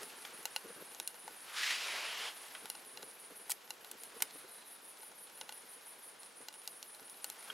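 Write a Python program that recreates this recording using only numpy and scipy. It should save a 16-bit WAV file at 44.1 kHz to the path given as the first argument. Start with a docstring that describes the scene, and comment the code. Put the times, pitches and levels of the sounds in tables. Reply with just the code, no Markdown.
"""Outdoors at dusk: twigs burn in a small camp stove inside a sheet-metal windscreen.
Wood fractures in pops and ticks that ring the metal, over fluttering flames and a faint steam whistle.
Wood sizzle blends with soft cloth rustle; low bumps are flaps of flame and shuffling among sticks.
A jacket sleeve swishes, cloth on cloth, as someone shifts; a dry stick is knocked twice.
Two bush crickets rasp in the grass, file teeth clicking against the wing."""
import sys
import numpy as np
from scipy import signal
from scipy.fft import rfft, irfft, next_fast_len
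from scipy.io import wavfile

SR = 44100
rng = np.random.default_rng(int(sys.argv[2]) if len(sys.argv) > 2 else 0)


def file_out(sig):
    """Save sig as 16-bit WAV at sys.argv[1]."""
    # one column per channel
    cols = np.atleast_2d(sig).T
    # limit, then scale
    lim = np.clip(cols, -1, 1)
    pcm = np.round(lim * 32767).astype(np.int16)
    wavfile.write(sys.argv[1], SR, pcm)


N = 332073
TIME = np.arange(N) / SR


def crackle(ticks_per_s=11.0, tick_db=-64.0, spread_db=2.5):
    """Loud wood pops, plus faint ember ticks at random times."""
    # t/s, relative level/dB, bass/dB and treble/dB re middle, tear time/s, note f/Hz, relative ring/dB
    pops = [(0.0306, -49, -7, -2, 0.0027, 5100, -11), (0.2505, -46.5, -7, -30, 0.0032, 3350, -8),
            (0.455, -37, -7.5, -1.5, 0.000093, 2780, 5), (0.5624, -35, -9.5, -10, 0.00044, 2770, 3),
            (0.9479, -51.5, -9, -7, .0003, 4000, 0), (1, -40, -9, -2.5, 0.0003, 3900, -1),
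            (1.0759, -38, -18, 4.5, 0.00023, 6500, 5), (1.2786, -46, 7.5, -9, .0011, 860, 2),
            (2.657, -48, -1, -1, 0.00039, 3990, -3), (2.7005, -39.5, -9, 2, 0.00037, 4050, 7),
            (2.751, -51.5, -4, -14, .0014, 840, 6), (2.9736, -48, -10.5, -20, 0.0013, 4040, 9),
            (3.0287, -50, -5, -8, .001, 1490, 4), (3.4964, -41.5, 6, 9, .0015, 810, 5),
            (3.5028, -36.5, -21, 7, .0028, 10850, -12), (3.51, -38.5, -16, 3, .002, 4050, -14),
            (3.5171, -35, -15, 4.5, 0.0027, 2280, -9), (3.706, -42, -8.5, -5.5, 0.00031, 2790, 5),
            (3.8466, -52.5, -5, -2, .00037, 4000, 4), (3.914, -45.5, -6, 7, 0.0022, 3464, -7),
            (4.0349, -48, -8, 7, 0.002, 6780, -10), (4.204, -49.5, -4, -9, .002, 870, 4),
            (4.222, -29, -8, 4.5, .0024, 2140, -32), (4.309, -56, -9, -10, .0003, 4050, -2),
            (5.0313, -55.5, 3, -2, .0025, 860, 4), (5.4127, -44.5, -7, -17, .00021, 2810, 2),
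            (5.4927, -47, -2, -14, 0.00053, 890, 5), (5.5237, -50, -4, -3, .00033, 855, 6),
            (6.2324, -54.5, -6, -4, .00034, 870, 2), (6.4849, -45.5, -10, -10, 0.00043, 4020, 5),
            (6.5398, -55, -7, -6, .001, 2860, 2), (6.6764, -41.5, -15.5, -2, .0003, 6500, 0),
            (6.8281, -47, -14, -5, .00041, 4500, 3), (6.947, -55.5, -9, -4, .0027, 4080, -2),
            (7.244, -39, -9.5, 2.5, 0.00032, 4450, 1), (7.3006, -44, -11, 1.5, 0.00029, 4090, -2)]
    out, ring = np.zeros(N), stove_ring()
    for s, *shape in pops:
        add(out, s, pop(*shape, ring))
    for when, size, bright in rng.random((int(ticks_per_s * N / SR), 3)):
        db = tick_db + spread_db * min(-np.log(size), 3)
        tick = pop(db, bass_db=2 - 12 * bright, treble_db=-14 + 12 * bright, tear_s=0.0003,
                   note_hz=900 + 3200 * bright, ring_db=2.3, ring=ring)
        add(out, when * N / SR, tick)
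    return gain_of(0.78) * scatter(out, t60_s=0.086, wet_db=-15.5, side_db=-8.5)


def pop(db, bass_db, treble_db, tear_s, note_hz, ring_db, ring, rattle_t60_s=0.02, note_t60_s=0.023):
    """A snap and a run of tiny fractures; each pop sounds a brief note, the stove rings and rattles."""
    t, hz = np.arange(2048) / SR, np.fft.rfftfreq(2048, 1 / SR)
    fibres, walls = rng.standard_normal((2, len(t)))
    crack = fibres * np.exp(-(t / (2 * tear_s)) ** 2) + walls * gain_of(-16 - 60 * t / rattle_t60_s)
    crack[0] += 2.0  # snap
    note = np.sin(2 * np.pi * note_hz * t) * gain_of(-60 * t / note_t60_s)
    crack = crack / np.linalg.norm(crack) + gain_of(ring_db - 5) * ring
    crack += gain_of(-13.5) * note / np.linalg.norm(note)
    # thin fibres snap bright, thick ones dull: balance three registers
    power = abs(rfft(crack)) ** 2
    bands_hz = [(600, 1800), (2400, 7500), (8000, 15500)]
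    bass, middle, treble = (10 * np.log10(power[(hz > lo) & (hz < hi)].sum()) for lo, hi in bands_hz)
    low_db, high_db = bass_db - bass + middle, treble_db - treble + middle
    tone = [(120, low_db - 32), (400, low_db - 21.5), (700, low_db), (1700, low_db),
            (2250, 0.66 * low_db), (2750, 0), (6800, 0.2 * high_db), (8800, high_db + 1.5),
            (12500, high_db + 1.5), (16000, high_db - 11.5)]
    return at_level(colour(crack, at_hz(tone, hz)), db)


def stove_ring():
    """Ring of can and windscreen, energy 1."""
    modes = [(536, 2.5, 0.034), (881, 5, 0.02), (1483, -4.5, 0.047), (2024, -1.5, 0.019),
             (2830, -8.5, 0.035), (4140, -1.5, 0.015), (4990, -8, 0.021), (5610, -9, 0.027),
             (6780, -6, 0.015), (7200, -12, .03), (11260, -11, .03)]  # f/Hz, relative level/dB, t60/s
    ring = damped_sines(modes, np.arange(2048) / SR)
    return ring / np.linalg.norm(ring)


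def flames_and_rustle(flutter_db=2.5, tatter_db=2.5, fizz_db=1.17, bump_s=0.013, bumps_per_s=3.5):
    """Flame flutter, soft low bumps, and a hiss of wood sizzle and soft cloth rustle."""
    levels = [(0, -63, -52.5), (0.15, -63.5, -56.5), (0.33, -63.5, -55.5), (0.6, -66, -58),
              (0.85, -65, -58), (1.07, -69.5, -61.5), (1.42, -66.5, -57.5), (2.5, -67.5, -55),
              (2.85, -66.5, -60.5), (3.7, -67.5, -62), (4.22, -64, -59), (4.55, -68, -61.5),
              (5.2, -71, -63), (5.65, -70, -60.5), (6.2, -72.5, -63), (7.1, -70.5, -62.5), (7.4, -74, -58),
              (7.52, -58.5, -56)]  # t/s, relative flame level/dB, relative level of sizzle and rustle/dB
    bumps = [(0.026, -52), (0.396, -59.5), (0.659, -51.5), (0.705, -54), (0.775, -54.5), (0.816, -54.5),
             (1.008, -59.5), (2.652, -60), (3.033, -58.5), (3.075, -59), (3.313, -58), (4.228, -59),
             (4.357, -61), (4.445, -59.5), (6.418, -59), (7.025, -60.5)]  # flaps of flame and shuffling among sticks: t/s, relative level/dB
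    flame_spectrum = [(20, -36), (55, -26), (90, -12), (130, -9.5), (220, -1.5), (330, 0), (470, 6.5),
                      (600, -3.5), (900, -14.5), (1500, -3.5), (2200, -22), (4000, -45)]  # f/Hz, relative level/dB
    hiss_spectrum = [(300, -22), (650, -0.5), (900, 2), (1200, 1), (1550, 2), (2400, 0), (3300, -2),
                     (4500, -4), (7000, -8), (12000, -10), (16000, -21)]  # f/Hz, relative level/dB
    flame_db, hiss_db = follow(levels)
    small_bumps = [(when * N / SR, flame_db[int(when * N)] + 1.5 + 3 * size)
                   for when, size in rng.random((int(bumps_per_s * N / SR), 2))]
    bump_power = sum(gain_of(2 * db) * np.exp(-np.minimum(((TIME - s) / bump_s) ** 2, 50))
                     for s, db in bumps + small_bumps)
    roar = gain_of(flame_db - 2.5 + flutter_db * wander(39))
    low = noise(flame_spectrum, apart=0.46)
    low *= np.sqrt(roar ** 2 + bump_power * gain_of(2 * tatter_db * wander(110)))
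    low = signal.sosfilt(butter(85, "high"), low)  # small fire, no deep bass
    hiss = noise(hiss_spectrum, apart=0.97) * gain_of(hiss_db + 1 + fizz_db * wander(47))
    return low + hiss


def sleeve(catch_db=1.0, zip_db=-5.5):
    """Cloth slides on cloth, catching slightly; the ribbed weave zips at a pitch set by sliding speed."""
    slide = [(1.42, -55, 0, 0, 1295), (1.53, -51, 2, -2, 1300), (1.57, -40.5, -7, 4, 1411),
             (1.71, -34.5, -7.5, 0, 2190), (1.78, -41.5, 1, 1.5, 2950), (1.95, -42, 7, 1.5, 1996),
             (2.13, -42.5, 1.5, -2, 3100), (2.28, -43, 7, .7, 3200), (2.32, -55, 0, 0, 2800),
             (2.36, -54, 0, -1, 2800)]  # t/s, relative level/dB, bass/dB, treble/dB, zip f/Hz
    cloth_spectrum = [(100, -55), (220, -28), (450, -13), (750, -9), (1050, -5.5), (1650, -3.5),
                      (2000, -1.5), (3000, -1), (3700, -3), (4200, -5), (4900, -5), (6200, -10.5),
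                      (7200, -12), (8200, -16), (11000, -19.5), (16000, -32)]  # f/Hz, relative level/dB
    db, bass_db, treble_db, zip_hz = follow(slide)
    rub = noise(cloth_spectrum, apart=0.024)
    low = signal.sosfiltfilt(butter(1100, "low"), rub)
    high = signal.sosfiltfilt(butter(4000, "high"), rub)
    rub += low * (gain_of(bass_db) - 1) + high * (gain_of(treble_db) - 1)
    weave = fuzzy_tone(zip_hz, spread_hz=360) + gain_of(-25) * fuzzy_tone(2 * zip_hz, spread_hz=340)
    contact = np.interp(TIME, [1.42, 1.5, 2.31, 2.36], [0, 1, 1, 0])
    return (rub + gain_of(zip_db) * weave) * contact * gain_of(db - 1 + catch_db * wander(71))


def stick_knocks(scuff_t60_s=0.048, attack_s=0.0015):
    """A knocked dry stick rings over a dull scuff of bark."""
    knocks = [(2.549, -45, 1), (7.5, -41, -16)]  # t/s, level/dB over 10 ms, relative scuff/dB
    modes = [(604, -20, 0.016), (1160, -12.5, 0.028), (1326, -8, 0.026), (1486, -4.5, 0.026),
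             (2180, -11, .02), (2910, -6, 0.021), (3226, 1, 0.029)]  # f/Hz, relative level/dB, t60/s
    out, t = np.zeros(N), np.arange(3000) / SR
    ring = damped_sines(modes, t)
    for s, db, scuff_db in knocks:
        scuff = unit_rms(signal.sosfilt(butter([1000, 3400], "band"), rng.standard_normal(len(t))))
        scuff *= gain_of(scuff_db - 60 * t / scuff_t60_s)
        knock = (ring + scuff) * (1 - np.exp(-t / attack_s))
        add(out, s, at_level(knock, db))
    return scatter(out, t60_s=0.072, wet_db=-18, side_db=-10)


def crickets():
    """A near cricket and a shriller one, each about six chirps a second."""
    # bouts: first chirp t/s, last chirp t/s, relative level/dB, quickening share
    near_bouts = [(0.0, 3.373, -54.5, .025), (4.012, 7.4, -54.5, -.011)]
    shrill_bouts = [(0.036, 0.373, -63, 0), (0.594, 5.998, -62.3, .013), (6.638, 7.434, -63.5, -.005)]
    # wing spectra: f/Hz, relative level/dB
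    near_wing = [(6500, -48), (8300, -16.5), (8950, -8.5), (9400, 0), (9700, -1), (10500, 0), (11100, -6),
                 (11700, -17.5), (13000, -41), (16000, -24.5)]
    shrill_wing = [(7000, -40), (8600, -28), (9800, -2), (10800, 0.5), (11500, -0.5), (11950, 2.5),
                   (12250, -3.5), (12800, -10), (13500, -19), (16000, -25)]
    near = chirps(near_bouts, rise_s=0.014, t60_s=0.32, second_s=0.046, second_db=-0.5, uneven_db=0.4)
    shrill = chirps(shrill_bouts, rise_s=0.016, t60_s=0.24, second_s=0.053, second_db=2.5, uneven_db=1.2)
    near *= gain_of(0.65) * rasp(near_wing, tooth_hz=516, grain=0.76)
    shrill *= gain_of(3.5) * rasp(shrill_wing, tooth_hz=314, grain=1.5)
    return gain_of(-1.5) * scatter(near + shrill, t60_s=0.06, wet_db=-5.5, side_db=-9)


def chirps(bouts, rise_s, t60_s, second_s, second_db, uneven_db, period_s=0.169, jitter_s=0.0022):
    """Song envelope: two wing strokes a chirp, each fading in the grass."""
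    power, lead_s = np.zeros(N), 0.03
    t = np.arange(SR // 5) / SR - lead_s
    stroke = np.where(t < 0, np.exp(-(t / rise_s) ** 2), gain_of(-60 * t / t60_s))
    for first_s, last_s, db, quickening in bouts:
        u = np.linspace(0, 1, round((last_s - first_s) / period_s) + 1)
        starts_s = first_s + (last_s - first_s) * (u + quickening * u * (1 - u)) - lead_s
        for s, (late, force1, force2) in zip(starts_s, rng.standard_normal((len(u), 3))):
            s += jitter_s * late
            add(power, s, (gain_of(db + uneven_db * force1) * stroke) ** 2)
            add(power, s + second_s, (gain_of(db + second_db + uneven_db * force2) * stroke) ** 2)
    return np.sqrt(power)


def rasp(wing, tooth_hz, grain):
    """File teeth click against the wing at an uneven rate; rms 1."""
    turns = np.cumsum(tooth_hz * (1 + 0.2 * wander(120))) / SR
    teeth = 1 + grain * np.exp(-(turns % 1) / 0.13)
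    hz = np.fft.rfftfreq(2048, 1 / SR)
    return unit_rms(colour(teeth * rng.standard_normal(N), at_hz(wing, hz)))


def steam():
    """Faint steam whistle, rising then sinking."""
    whistle = [(3.95, 3000, -80), (4.25, 3540, -71), (4.45, 3900, -73), (4.62, 4000, -68), (4.8, 3650, -75),
               (5.1, 3110, -81)]  # t/s, f/Hz, level/dB
    hz, db = follow(whistle)
    return gain_of(db) * fuzzy_tone(hz, spread_hz=240)


def evening_air():
    """Steady, wide hush."""
    spectrum = [(20, -38), (80, -21.5), (200, -6.5), (450, 1), (900, 0.5), (2000, -8), (5000, -11),
                (16000, -25.5)]  # f/Hz, relative level/dB
    return gain_of(-62.5) * noise(spectrum, apart=5.8)


def scatter(x, t60_s, wet_db, side_db):
    """Direct sound plus short stereo reflections off ground, grass and metal."""
    t = np.arange(SR // 4) / SR
    mid, side = rng.standard_normal((2, len(t))) * gain_of(-60 * t / t60_s) * (t > 0.001)
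    side *= gain_of(side_db)
    tails = np.array([mid + side, mid - side]) / np.linalg.norm(mid)
    return x + gain_of(wet_db) * signal.oaconvolve(x[None], tails, axes=1)[:, :N]


def noise(spectrum, apart):
    """Stereo noise, rms 1; apart scales how unlike the sides are."""
    likeness = [(25, .05), (60, 0.6), (125, 0.87), (250, 0.93), (500, 0.86), (1000, 0.85), (2500, 0.83),
                (8000, 1), (16000, 1)]  # f/Hz, left-right correlation at apart=1
    size = next_fast_len(N)
    hz = np.fft.rfftfreq(size, 1 / SR)
    mid, side = rfft(rng.standard_normal((2, size))) * gain_of(at_hz(spectrum, hz))
    share = np.clip(apart * (1 - at_hz(likeness, hz)) / 2, 0, 0.5)
    mid, side = mid * np.sqrt(1 - share), side * np.sqrt(share)
    return unit_rms(irfft([mid + side, mid - side], size)[:, :N])


def fuzzy_tone(hz, spread_hz):
    """Narrow noise band along the curve hz, rms 1."""
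    phase = 2 * np.pi * np.cumsum(hz) / SR
    return unit_rms(wander(spread_hz) * np.cos(phase) + wander(spread_hz) * np.sin(phase))


def wander(hz):
    """Random drift up to about hz, rms 1."""
    f = np.fft.rfftfreq(N, 1 / SR)
    return unit_rms(irfft(rfft(rng.standard_normal(N)) / (1 + (f / hz) ** 4), N))


def damped_sines(modes, t):
    """Sum of decaying modes."""
    return sum(gain_of(db - 60 * t / t60_s) * np.sin(2 * np.pi * hz * t) for hz, db, t60_s in modes)


def colour(x, db):
    """Causal filter from dB values on an even grid up to SR/2."""
    log_gain = np.log(gain_of(np.r_[db, db[-2:0:-1]]))
    taps = np.fft.ifft(np.exp(np.conj(signal.hilbert(log_gain)))).real
    return signal.fftconvolve(x, taps[:len(db)])[:len(x)]


def butter(hz, kind):
    """Order-2 filter sections."""
    return signal.butter(2, hz, kind, fs=SR, output="sos")


def gain_of(db):
    """dB to amplitude."""
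    return 10 ** (np.asarray(db) / 20)


def unit_rms(x):
    """Scale to rms 1."""
    return x / np.sqrt(np.mean(x ** 2) + 1e-20)


def at_level(x, db):
    """Scale to the energy of 10 ms at level db."""
    return gain_of(db) * x / np.sqrt(np.sum(x ** 2) / (SR / 100))


def at_hz(points, hz):
    """Interpolate on a log frequency axis."""
    f, value = np.transpose(points)
    return np.interp(np.log(hz + 1), np.log(f + 1), value)


def follow(rows):
    """Timed columns at every sample."""
    s, *columns = np.transpose(rows)
    return [np.interp(TIME, s, c) for c in columns]


def add(mix, s, sound):
    """Mix in at time s."""
    part = mix[max(0, round(s * SR)):][:len(sound)]
    part += sound[:len(part)]


def scene():
    """Stove straight ahead, crickets beyond."""
    return (crackle() + stick_knocks() + sleeve() + flames_and_rustle()
            + evening_air() + steam() + crickets())


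def record(dry, edge_hz=15900):
    """Low-pass band limit."""
    return signal.oaconvolve(dry, signal.firwin(401, edge_hz, window=("kaiser", 9), fs=SR)[None], "same")


dry = scene()
out = record(dry)
file_out(out)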